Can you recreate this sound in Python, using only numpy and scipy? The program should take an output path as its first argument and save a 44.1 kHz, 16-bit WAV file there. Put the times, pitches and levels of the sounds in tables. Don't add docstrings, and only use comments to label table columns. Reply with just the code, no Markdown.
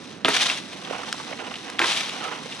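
import sys
import numpy as np
from scipy import signal
from scipy.fft import rfft, irfft, next_fast_len
from scipy.io import wavfile

SR = 44100
rng = np.random.default_rng(int(sys.argv[2]) if len(sys.argv) > 2 else 0)


def master_out(mix):
    frames = np.transpose(np.atleast_2d(mix))
    ceiling = np.clip(frames, -1, 1)
    pcm = np.round(ceiling * 32767).astype(np.int16)
    wavfile.write(sys.argv[1], SR, pcm)


N = 114660

# start_s, level_db, decay_s, pitch_hz, width_ratio
BITES = [(.2474, -18, .0003, 3250, .12), (.2545, -21.5, .003, 3300, .17), (.2818, -23.5, .003, 2300, .35),
         (1.7870, -32, .004, 3100, .25), (1.7922, -18.5, .0018, 2500, .36), (1.8005, -26, .003, 1400, .35),
         (1.8148, -19.5, .006, 2100, .33), (1.8410, -24, .005, 1500, .35)]
# freq_hz, gain_db
CRUNCH_EQ = [(60, -40), (300, -10), (1000, -1), (3700, 0), (4500, -9), (5800, -9), (7000, -20),
             (11000, -28), (12000, -50)]

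# start_s, level_db, decay_s, ring_pitch_ratio
THUDS = [(.2485, -23.5, .006, 1), (.2545, -23, .012, 1), (.2825, -19.5, .005, 1), (.2890, -21.5, .017, 1),
         (1.8000, -23.5, .018, 1.245), (1.8160, -23, .024, 1.245), (1.8380, -24.5, .02, 1.245)]
# freq_hz, gain_db
THUD_EQ = [(30, -67), (70, -16.5), (290, -5), (1200, -1), (2200, -7), (4000, -16.5), (10000, -28),
           (12000, -66)]
# pitch_hz, level_db, t60_s
LOG_MODES = [(276, 8, .15), (330, 6, .13), (410, 13, .1), (650, 5, .12), (852, 4, .12), (951, 8, .09),
             (1255, 10, .07), (1470, 9, .1), (2072, 5, .1)]

# start_s, level_db, rise_s, hold_s, decay_s
SHAKES = [(0.24, -25, 0.066, 0.21, 0.042), (1.782, -22.5, 0.088, 0.059, 0.13)]
# peak_s, level_db, width_s
CLASHES = [(.349, -19.5, 0.011), (.369, -16.5, 0.0056), (.410, -16.5, 0.0033), (.423, -17.5, 0.013),
           (.466, -22, 0.0075), (.58, -30, 0.013), (.732, -35, 0.008), (1.09, -31.5, 0.0055),
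           (1.906, -21.5, 0.0088), (1.975, -25.5, 0.0057), (2.008, -20, 0.0025), (2.242, -30, 0.0075)]
# time_s, level_db
SWAY = [(0, -43.5), (.12, -42.5), (.23, -53), (.6, -42), (1.0, -37.5), (1.2, -37), (1.4, -41),
        (1.65, -38.5), (1.77, -44), (2.25, -36.5), (2.4, -39), (2.6, -36)]
# freq_hz, gain_db
TWIG_EQ = [(100, -29.5), (250, -22), (600, -5), (1200, -2.5), (1900, -2.5), (3300, 0.5), (4000, -1),
           (4600, -7), (5900, -6.5), (7000, -15), (8300, -15.5), (11200, -23)]
# start_s, level_db, pitch_hz
STICKS = [(.463, -26, 3500), (.4985, -20.5, 2560), (.849, -35, 2950), (1.540, -33.5, 2390),
          (1.556, -34, 3020), (2.094, -31, 3200), (2.522, -34.5, 2780)]
# start_s, level_db, decay_s
SNAPS = [(.4175, -27, .00089), (1.1272, -25, .0014), (1.7005, -35.5, .0012), (1.7935, -27.5, .002)]
# freq_hz, gain_db
SNAP_EQ = [(50, -25), (800, -5), (1200, 2), (2800, 3.5), (4200, 1), (5400, 0), (11500, -14)]
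# start_s, level_db, pitch_hz
FIBRES = [(.2889, -32, 10800)]

# start_s, level_db, pitch_hz
STONES = [(.908, -28, 540), (0.932, -34.5, 1150), (1.032, -35, 1250), (1.142, -37.5, 940),
          (1.199, -34.5, 1080), (1.311, -36.5, 520), (1.418, -37, 950), (1.422, -38, 460),
          (2.320, -36, 880), (2.456, -38.5, 430)]
# peak_s, level_db, width_s
SCUFFS = [(.95, -35.5, 0.11), (1.085, -33.5, 0.01), (1.315, -34.5, 0.035), (1.40, -33.5, 0.014),
          (1.475, -33.5, 0.034), (1.71, -38, 0.067), (2.225, -35.5, 0.13), (2.32, -37.5, 0.088)]
# freq_hz, gain_db
SCUFF_EQ = [(120, -69), (300, -15), (480, 5), (900, 3.5), (1300, 2), (1700, -3), (3000, 0.5), (8000, -67)]
# peak_s, level_db, width_s
SLIDES = [(2.243, -37, .022), (2.276, -37, .028)]

# freq_hz, gain_db
AIR_EQ = [(30, -60), (55, -22.5), (100, -7), (170, 2), (260, 3.5), (400, -3), (700, -10), (1500, -13),
          (4000, -21), (11000, -76), (12000, -90)]
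# freq_hz, left_minus_right_db
MIC_BALANCE = [(60, 10), (110, -0.5), (200, -2.5), (350, -7), (630, -3), (1120, -4.5), (2000, -0.5),
               (3600, 2), (6500, 4), (11500, -1.5)]
# freq_hz, left_lead_rad
MIC_LEAD = [(60, .1), (300, .6), (700, .9), (2000, .8), (4000, .8), (6300, -.3)]

GRIT_RATE_HZ, GRIT_SPREAD_DB = 5110, 4
WIDE_ABOVE_HZ = 3200


def hatchet():
    crack, crunch = np.zeros((2, N))
    for start_s, db, decay_s, hz, width in BITES:
        place(crack, start_s, db, resonate(contact(decay_s), hz, width))
        place(crunch, start_s, db - 10, contact(decay_s))
    soft_wood = signal.butter(6, 4800, fs=SR, output="sos")
    return signal.sosfilt(soft_wood, crack) + eq(crunch, CRUNCH_EQ)


def log(ring_db=-5.5):
    t = clock()[:SR // 2]
    knocks, rings = 0, 0
    for start_s, level_db, decay_s, pitch_ratio in THUDS:
        knock = hits([(start_s, level_db, decay_s)])
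        ring = sum(amp(db) * np.cos(2 * np.pi * pitch_ratio * hz * t) * amp(-60 * t / t60_s)
                   for hz, db, t60_s in LOG_MODES)
        knocks += knock
        rings += through(knock, ring / np.linalg.norm(ring))
    return eq(knocks, THUD_EQ) + amp(ring_db) * rings


def twigs():
    t = clock()
    rattle_power = swells(CLASHES)
    for start_s, db, rise_s, hold_s, decay_s in SHAKES:
        attack = np.clip((t - start_s) / rise_s, 0, 1)
        release = np.exp(-np.maximum(t - start_s - rise_s - hold_s, 0) / decay_s)
        rattle_power += (amp(db) * attack * release) ** 2
    sway_db = np.interp(t, *np.array(SWAY).T)
    dry_twigs = dict(spread_db=3.3, ring_s=.0014, stereo_width=.7, bodies=20)
    rattle = crackle(rate_hz=190, **dry_twigs) * np.sqrt(rattle_power)
    rustle = crackle(rate_hz=120, **dry_twigs) * amp(sway_db)
    snaps = eq(hits(SNAPS), SNAP_EQ)
    fibres = clacks(FIBRES, width=.35, decay_s=.0003)
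    sticks = clacks(STICKS, width=.25, decay_s=.004)
    return eq(rattle + rustle, TWIG_EQ) + sticks + snaps + fibres


def feet():
    gravel = crackle(rate_hz=64, spread_db=6, ring_s=.0086, stereo_width=.81, bodies=8)
    grind = eq(gravel * np.sqrt(swells(SCUFFS)), SCUFF_EQ)
    friction = clicks(GRIT_RATE_HZ, GRIT_SPREAD_DB, N)
    slide = unit(resonate(friction, hz=1290, width=.024)) * np.sqrt(swells(SLIDES))
    knocks = clacks(STONES, width=.3, decay_s=.006)
    return pan(knocks + grind + slide, right_db=5)


def bank_scatter(direct, level_db=-14.5, decay_s=.064, predelay_s=.0029):
    t = clock()[:SR // 2]
    mid, side = rng.standard_normal((2, len(t))) * np.exp(-t / decay_s) * (t > predelay_s)
    tail = stereo(mid, .3 * side) / np.linalg.norm(mid)
    return amp(level_db) * through(direct, tail)


def air(level_db=-42.5):
    mid, side = rng.standard_normal((2, N))
    rush = eq(stereo(mid, .025 * side), AIR_EQ)
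    return pan(rush, right_db=3) * amp(level_db)


def contact(decay_s, rise_s=.0005, grit_db=4.5, size=4096):
    t = np.arange(size) / SR
    envelope = np.minimum(t / rise_s, 1) * np.exp(-t / decay_s)
    burst = clicks(GRIT_RATE_HZ, GRIT_SPREAD_DB, size) * envelope * amp(grit_db)
    burst[0] += 2
    return burst


def hits(table):
    track = np.zeros(N)
    for start_s, db, decay_s in table:
        place(track, start_s, db, contact(decay_s))
    return track


def clacks(table, width, decay_s):
    track = np.zeros(N)
    for start_s, db, hz in table:
        place(track, start_s, db, resonate(contact(decay_s), hz, width))
    return track


def crackle(rate_hz, spread_db, ring_s, stereo_width, bodies, size=512):
    fade = np.exp(-np.arange(size) / SR / ring_s)
    treble = signal.butter(2, WIDE_ABOVE_HZ, "high", fs=SR, output="sos")
    texture = 0
    for _ in range(bodies):
        mid, side = rng.standard_normal((2, size)) * fade
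        ring = stereo(mid, stereo_width * signal.sosfilt(treble, side))
        texture += through(clicks(rate_hz, spread_db, N), ring)
    return unit(texture)


def clicks(rate_hz, spread_db, size):
    fires = rng.random(size) < rate_hz / SR
    level_db = spread_db * np.clip(rng.standard_normal(size), -2, 2)
    return fires * amp(level_db) * rng.choice([-1, 1], size)


def swells(table):
    t = clock()
    return sum(amp(db) ** 2 / (1 + ((t - peak_s) / width_s) ** 2 / 2) ** 3
               for peak_s, db, width_s in table)


def place(track, start_s, db, sound):
    start = int(start_s * SR)
    gain = amp(db) * np.sqrt(SR / 100) / np.linalg.norm(sound)
    track[start:start + len(sound)] += gain * sound[:N - start]


def resonate(x, hz, width):
    b, a = signal.iirpeak(hz, .5 / width, fs=SR)
    return signal.lfilter(b, a, signal.lfilter(b, a, x))


def eq(x, points, size=4096):
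    cepstrum = irfft(np.log(amp(over_bins(points, size))))
    cepstrum[1:size // 2] *= 2
    cepstrum[size // 2 + 1:] = 0
    response = irfft(np.exp(rfft(cepstrum)))
    return through(x, response / np.linalg.norm(response))


def over_bins(points, size):
    hz, value = np.array(points, float).T
    return np.interp(np.log(np.fft.rfftfreq(size, 1 / SR) + 1), np.log(hz), value)


def through(x, response):
    return signal.fftconvolve(np.atleast_2d(x), np.atleast_2d(response), axes=-1)[:, :N]


def pan(x, right_db):
    return x * amp(np.array([[-right_db], [right_db]]) / 2)


def stereo(mid, side):
    return np.array([mid + side, mid - side])


def amp(db):
    return 10 ** (np.asarray(db) / 20)


def unit(x):
    return x / np.sqrt(np.mean(x ** 2) + 1e-18)


def clock():
    return np.arange(N) / SR


def scene():
    direct = hatchet() + log() + twigs() + feet()
    return direct + bank_scatter(direct) + air()


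def record(dry):
    size = next_fast_len(N + SR // 10) // 2 * 2
    left = amp(over_bins(MIC_BALANCE, size) / 2) * np.exp(1j * over_bins(MIC_LEAD, size) / 2)
    heard = irfft(rfft(dry, size) * np.array([left, 1 / left]), size)[:, :N]
    low_cut = signal.butter(2, 35, "high", fs=SR, output="sos")
    high_cut = signal.ellip(10, .2, 80, 11300, fs=SR, output="sos")
    for stage in (low_cut, low_cut, high_cut):
        heard = signal.sosfilt(stage, heard)
    return heard


dry = scene()
out = record(dry)
master_out(out)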